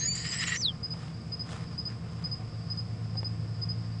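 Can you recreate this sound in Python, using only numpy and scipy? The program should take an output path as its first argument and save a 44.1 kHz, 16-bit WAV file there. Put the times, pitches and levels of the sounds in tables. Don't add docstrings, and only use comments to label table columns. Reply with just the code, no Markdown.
import sys
import numpy as np
from scipy import signal
from scipy.fft import rfft, irfft
from scipy.io import wavfile
from scipy.ndimage import uniform_filter1d

SR = 44100
rng = np.random.default_rng(int(sys.argv[2]) if len(sys.argv) > 2 else 0)


def waveform_to_disk(signal):
    frames = np.transpose(np.atleast_2d(signal))
    scaled = np.clip(frames, -1, 1) * 32767
    samples = np.round(scaled).astype(np.int16)
    wavfile.write(sys.argv[1], SR, samples)


N = 176400
TIME = np.arange(N) / SR

# time in seconds, pitch in Hz, level in dB, roughness from 0 to 1.
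UPPER_VOICE = [(0, 6407, -34, 0.12), (.036, 6480, -28.5, 0), (.048, 6730, -43, 0.23), (.058, 6770, -27, 0),
               (.082, 6900, -31.5, 0.11), (.11, 7090, -36.5, 0.02), (.134, 7030, -37.5, 0.24),
               (.146, 7100, -53, 0.43), (.155, 7200, -35, 0.7), (.168, 6890, -44, 0.7),
               (.2, 6810, -44, 0.38), (.24, 7240, -50.5, .5), (.275, 7260, -44.5, 0.5),
               (.287, 7600, -43, 0.54), (.34, 7530, -40.5, 0.3), (.375, 7970, -40, 0.3),
               (.41, 7190, -42, 1), (.447, 8200, -49, .6), (.483, 6780, -35, .6), (.517, 7650, -44, 0.25),
               (.56, 6900, -43, .5), (.583, 7420, -56.5, .2), (.596, 7640, -47, .12),
               (.612, 7100, -48, 0.3), (.628, 6200, -56, 0.26)]
LOWER_VOICE = [(0, 4780, -47, .6), (.017, 4645, -41, .08), (.036, 4680, -37, .05), (.047, 4900, -42, .15),
               (.064, 4995, -36, .04), (.074, 4650, -45, .4), (.085, 4570, -35, .05), (.14, 4650, -37, .1),
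               (.18, 4720, -40, .75), (.235, 4750, -44, .9), (.278, 5120, -38, .5), (.31, 4650, -42, .7),
               (.36, 5150, -48, .9), (.45, 5350, -48, .8), (.545, 5750, -54, .9), (.562, 5520, -37, .5),
               (.578, 6050, -37, .2), (.594, 6180, -46, .02), (.604, 6020, -34, .02), (.616, 5650, -37, .1),
               (.626, 5000, -30, .1), (.644, 4300, -31, .05), (.657, 3900, -24, .03),
               (.673, 3640, -35, .03), (.686, 3390, -27, .02), (.692, 3260, -33, .02),
               (.714, 3070, -38, .02)]
STRAY_WHISTLES = [
    [(0, 4160, -48, 0.4), (.03, 4084, -39.5, 0), (.08, 4320, -61, .4)],
    [(.156, 8200, -52, .4), (.175, 7540, -47, .6), (.21, 7480, -48, 1.1), (.232, 7950, -52, .6),
     (.246, 7750, -52, .8), (.27, 8200, -47, .6)],
    [(.312, 6660, -53, 0.32), (.32, 6450, -44, 0.4), (.332, 5850, -48, .6), (.385, 5300, -50, .7)],
    [(.546, 6760, -54, 0.35), (.553, 6250, -39, 0.5), (.566, 5600, -37, 0.57)],
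]
# time in seconds, level in dB relative to the lower voice.
SLIDE_OCTAVE = [(.6, -55), (.633, -46), (.641, -25), (.655, -35), (.675, -50)]
# time in seconds, level in dB.
RASP_ENVELOPE = [(0, -50), (.06, -48), (.09, -58), (.14, -51.5), (.158, -46), (.235, -47.5), (.254, -38),
                 (.31, -47.5), (.33, -37.5), (.384, -42), (.412, -35), (.44, -30), (.454, -43.5),
                 (.481, -32), (.495, -35), (.514, -37), (.522, -31.5), (.538, -33.5), (.564, -33.5),
                 (.584, -61), (.6, -73), (.612, -49), (.635, -66)]
# centre in Hz, width in Hz, relative gain in dB.
RASP_FORMANTS = [(1290, 540, -10.5), (1783, 57, 3.5), (1890, 94, 5), (2150, 250, -1), (2510, 72, -3),
                 (2720, 41, -1), (3014, 136, -2), (3450, 140, -10), (3884, 130, -5.5), (4520, 430, -6.5),
                 (5230, 2100, -15.5), (5800, 330, -24), (7470, 670, -16.5)]
# start in seconds, peak level in dB.
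CATCHES = [(.2525, -33), (.4806, -30), (.5208, -22), (.527, -29)]
# delay in seconds, gain in dB.
BOX_ECHOES = [(.0029, -27), (.0052, -7), (0.0117, -15)]
# centre in Hz, width in Hz, gain in dB.
BOX_MODES = [(315, 23, -4), (459, 32, 2), (756, 38, -7), (1064, 37, -2), (1188, 50, -4.5), (1430, 35, -3.5),
             (1779, 19, -1), (2135, 23, -5), (2490, 13, -9)]

# peak time and half length in seconds, body and scrape levels in dB.
SHUFFLES = [(0.939, 0.0045, -50.5, -64), (1.025, 0.064, -53, -60.5), (1.282, 0.0036, -65, -60),
            (1.516, 0.011, -64, -53.5), (1.531, 0.047, -48.5, -55.5), (1.625, 0.025, -51.5, -62.5),
            (1.729, 0.018, -53, -66), (1.91, 0.022, -51.5, -64), (2.066, 0.037, -56, -73),
            (2.13, 0.0065, -59.5, -64), (2.224, 0.05, -55.5, -67), (2.41, 0.017, -56, -77),
            (2.765, 0.0045, -67, -62)]
# frequency in Hz, relative level in dB.
FEATHER_SPECTRUM = [(200, -3.5), (600, 4.5), (1400, 3.5), (2500, -3), (4000, -9), (7000, -36)]
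# frequency in Hz, relative level in dB.
SCRAPE_SPECTRUM = [(3000, 7), (5000, 3.5), (7500, 3), (8600, -1), (10500, -12)]
# start in seconds, level in dB.
CLAW_TICKS = [(3.1555, -46.5), (3.231, -39), (3.2342, -52)]
# frequency in Hz, relative level in dB.
CRACK_SPECTRUM = [(400, -5), (1100, -10), (2000, -7), (4000, -14), (7000, -31)]
# pitch in Hz, level in dB relative to the tick, seconds to fall 60 dB.
WOOD_MODES = [(530, -3, 0.047), (690, -4, .012), (830, 5, 0.013), (1080, 0, .011), (1750, -3, 0.013),
              (2800, -14, 0.012)]

# start in seconds, level in dB.
NEAR_STROKES = [(.312, -32), (.386, -32), (.831, -31), (.905, -33), (1.32, -32), (1.394, -33),
                (1.779, -30.5), (1.853, -31.5), (2.24, -32), (2.314, -30.5), (2.70, -32), (2.773, -33.5),
                (3.171, -32), (3.246, -32), (3.616, -33), (3.689, -32)]
# start in seconds, level in dB.
FAR_CHIRPS = [(1.13, -54), (1.67, -58), (2.53, -55), (3.35, -58), (3.84, -54)]
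# time into the stroke in seconds, pitch in Hz, relative level in dB.
STROKE_SHAPE = [(0, 4940, -5), (.003, 4930, -6), (.012, 4985, -3.3), (.022, 5020, -1.6), (.029, 5045, -4.5),
                (.034, 5010, -9), (.039, 4900, -18)]
# frequency in Hz, relative level in dB.
CHORUS_SPECTRUM = [(4300, -23), (4620, -12), (4780, -8), (4980, -4), (5170, -7), (5380, -11), (5600, -46.5)]

# time in seconds, level in dB.
ENGINE_ENVELOPE = [(0, -63), (1.1, -46.5), (1.5, -47), (2.2, -43), (2.7, -38.5), (3.2, -35.5), (4, -35.5)]
# pitch in Hz, level in dB.
TRAFFIC_HUMS = [(83, -51), (118.5, -45.5), (166.3, -46), (222, -56.5), (644, -69.5)]
# frequency in Hz, relative level in dB.
RUMBLE_SPECTRUM = [(20, -12), (50, -13), (70, -6), (90, -2.5), (120, -6.5), (140, 1), (165, 4.5),
                   (195, -7.5), (250, -12), (340, -16.5), (500, -47.5)]
# pitch in Hz, level in dB.
WHINES = [(705, -67), (1060, -70), (1215, -72)]
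# peak time in seconds, pitch in Hz, level in dB.
FAR_NOTES = [(2.405, 748, -56), (3.17, 770, -56)]
# frequency in Hz, relative level in dB.
AIR_SPECTRUM = [(100, 10), (350, -1), (500, 0.5), (650, -3.5), (900, -5), (1200, -6), (1600, -9),
                (2500, -11.5), (4000, -16.5), (6000, -19), (7000, -21), (8050, -17), (8400, -28),
                (9300, -27.5), (10500, -36)]


def owl():
    upper, lower = voice(UPPER_VOICE), voice(LOWER_VOICE)
    octave = from_db(envelope(SLIDE_OCTAVE)[0]) * lower * np.exp(1j * np.angle(lower))
    difference = from_db(21) * resonate((upper * np.conj(lower)).real, hz=1780, width=530)
    strays = sum(voice(rows) * (1 - until(rows[0][0])) for rows in STRAY_WHISTLES)
    whistles = (upper + lower + octave + strays).real + difference
    return box_slap(whistles) + rasp() + catches()


def voice(rows, fray_rate_hz=360, sputter_db=4.5, jitter_hz=130, top_hz=9200):
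    hz, db, roughness = envelope(rows)
    roughness = np.clip(roughness, 0, 1)
    fray = 1 + roughness * (drift(fray_rate_hz) + 1j * drift(fray_rate_hz))
    fray *= from_db(sputter_db * np.sqrt(roughness) * drift(110))
    fray /= np.sqrt(uniform_filter1d(np.abs(fray) ** 2, size=1100))
    shaky_hz = hz + roughness * jitter_hz * drift(320)
    whistle = from_db(db) * until(rows[-1][0]) * fray * tone(shaky_hz)
    return signal.sosfilt(signal.butter(10, top_hz, fs=SR, output="sos"), whistle)


def rasp(rattle_hz=122, rattle_db=1, flutter_db=0.5, band_hz=(930, 7500)):
    rattle = tone(rattle_hz * (1 + 0.2 * drift(41))).real
    airflow = rng.standard_normal(N) * from_db(flutter_db * drift(110) + rattle_db * rattle)
    hiss = sum((-1) ** k * from_db(db) * resonate(airflow, hz, width)
               for k, (hz, width, db) in enumerate(RASP_FORMANTS))
    hiss = signal.sosfilt(signal.butter(4, band_hz, "band", fs=SR, output="sos"), hiss)
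    hiss /= np.sqrt(uniform_filter1d(hiss ** 2, size=600))
    return hiss * from_db(envelope(RASP_ENVELOPE)[0]) * until(RASP_ENVELOPE[-1][0])


def catches(ring_hz=1940, rise_s=0.0012):
    out = np.zeros(N)
    for start, db in CATCHES:
        age = np.clip(TIME - start, 0, 1)
        puff = age / rise_s * np.exp(1 - age / rise_s)
        out += from_db(db) * puff * np.sin(2 * np.pi * ring_hz * age)
    return out


def box_slap(x):
    return x + sum(from_db(db) * np.interp(TIME - delay, TIME, x, left=0) for delay, db in BOX_ECHOES)


def box_ring(x):
    return unit_power(x + sum(from_db(db) * resonate(x, hz, width) for hz, width, db in BOX_MODES))


def shuffles(grain_db=2.5):
    grain = unit_power(from_db(grain_db * drift(180)))
    body, scrape = box_ring(noise(FEATHER_SPECTRUM)), noise(SCRAPE_SPECTRUM)
    return grain * sum(swell(peak, half) * (from_db(body_db) * body + from_db(scrape_db) * scrape)
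                       for peak, half, body_db, scrape_db in SHUFFLES)


def claw(crack_db=-5.5, crack_t60_s=0.018):
    out, crack = np.zeros(N), noise(CRACK_SPECTRUM)
    for start, db in CLAW_TICKS:
        age = np.clip(TIME - start, 0, 1)
        out += (age > 0) * from_db(db + crack_db - 60 * age / crack_t60_s) * crack
        out += sum(from_db(db + mode_db - 60 * age / t60) * np.sin(2 * np.pi * hz * age)
                   for hz, mode_db, t60 in WOOD_MODES)
    return out


def crickets(far_gap_s=0.075, chorus_db=-57, throb_db=1.5):
    far_strokes = [(start + k * far_gap_s, db) for start, db in FAR_CHIRPS for k in range(2)]
    chorus = from_db(chorus_db + throb_db * drift(6.4)) * noise(CHORUS_SPECTRUM)
    return cricket(NEAR_STROKES, pitch_ratio=1) + cricket(far_strokes, pitch_ratio=0.95) + chorus


def cricket(strokes, pitch_ratio, fade_s=0.003, jitter_hz=7.9, wobble_db=0.37):
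    chirps = np.zeros(N + SR)
    age = np.arange(int(STROKE_SHAPE[-1][0] * SR)) / SR
    hz, shape_db = envelope(STROKE_SHAPE, age)
    fades = np.sin(np.pi / 2 * np.clip(np.minimum(age, age[-1] - age) / fade_s, 0, 1)) ** 2
    jitter = jitter_hz * drift(100)
    for start, db in strokes:
        span = int((start - fade_s / 2) * SR) + np.arange(len(age))
        chirps[span] += fades * from_db(db + shape_db) * tone(hz * pitch_ratio + jitter[span % N]).real
    chirps = chirps[:N] * from_db(-wobble_db * drift(150))
    return chirps + garden_echo(chirps, hz.mean() * pitch_ratio)


def garden_echo(chirps, hz, wet_db=-11, t60_s=0.25, blur_hz=70):
    decay = from_db(-60 / (t60_s * SR)) ** 2
    tail = np.sqrt(signal.lfilter([1 - decay], [1, -decay], chirps ** 2 + 1e-18))
    scatter = tone(np.full(N, hz)) * (drift(blur_hz) + 1j * drift(blur_hz))
    return from_db(wet_db) * tail * unit_power(scatter.real)


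def traffic(engine_hz=109.3, swell_db=2, wander_hz=1.418, rumble_db=-43):
    engine = from_db(envelope(ENGINE_ENVELOPE)[0]) * tone(engine_hz + 0.52 * drift(1.5)).real
    hums = sum(from_db(db + swell_db * drift(7.7)) * tone(hz + wander_hz * drift(2.82)).real
               for hz, db in TRAFFIC_HUMS)
    return engine + hums + from_db(rumble_db) * noise(RUMBLE_SPECTRUM)


def far_tones(swell_db=3.5, wander_hz=7):
    whines = sum(from_db(db + swell_db * np.tanh(drift(2.4))) * tone(hz + wander_hz * drift(2.01)).real
                 for hz, db in WHINES)
    notes = sum(from_db(db) * swell(peak, half_s=0.019) * tone(np.full(N, hz)).real
                for peak, hz, db in FAR_NOTES)
    return whines + notes


def air(level_db=-51):
    return from_db(level_db) * box_ring(noise(AIR_SPECTRUM))


def from_db(db):
    return 10 ** (np.asarray(db) / 20)


def unit_power(x):
    return x / np.sqrt(np.mean(x ** 2) + 1e-20)


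def envelope(rows, t=TIME):
    times, *columns = np.transpose(rows)
    return [np.interp(t, times, column) for column in columns]


def until(end_s):
    return np.clip((end_s - TIME) / 0.01, 0, 1)


def swell(peak_s, half_s):
    return np.exp(-0.5 * ((TIME - peak_s) / half_s) ** 2)


def drift(rate_hz):
    freqs = np.fft.rfftfreq(N, 1 / SR)
    return unit_power(irfft(rfft(rng.standard_normal(N)) / (1 + (freqs / rate_hz) ** 2), N))


def noise(spectrum):
    hz, db = np.transpose(spectrum)
    freqs = np.fft.rfftfreq(N, 1 / SR) + 1e-3
    colour = from_db(np.interp(np.log(freqs), np.log(hz), db))
    skirts = np.minimum(1, np.minimum(freqs / hz[0], hz[-1] / freqs)) ** 4
    return unit_power(irfft(rfft(rng.standard_normal(N)) * colour * skirts, N))


def tone(hz):
    return np.sqrt(2) * np.exp(2j * np.pi * (np.cumsum(hz) / SR + rng.random()))


def resonate(x, hz, width):
    radius = np.exp(-np.pi * width / SR)
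    feedforward = np.array([1, 0, -1]) * (1 - radius ** 2) / 2
    feedback = [1, -2 * radius * np.cos(2 * np.pi * hz / SR), radius ** 2]
    return signal.lfilter(feedforward, feedback, x)


def scene():
    return (owl() + claw() + shuffles() + crickets() + traffic() + far_tones() + air())[None]


def record(dry):
    cutoff_hz = 10700
    return signal.sosfilt(signal.ellip(10, 0.2, 70, cutoff_hz, fs=SR, output="sos"), dry)


dry = scene()
out = record(dry)
waveform_to_disk(out)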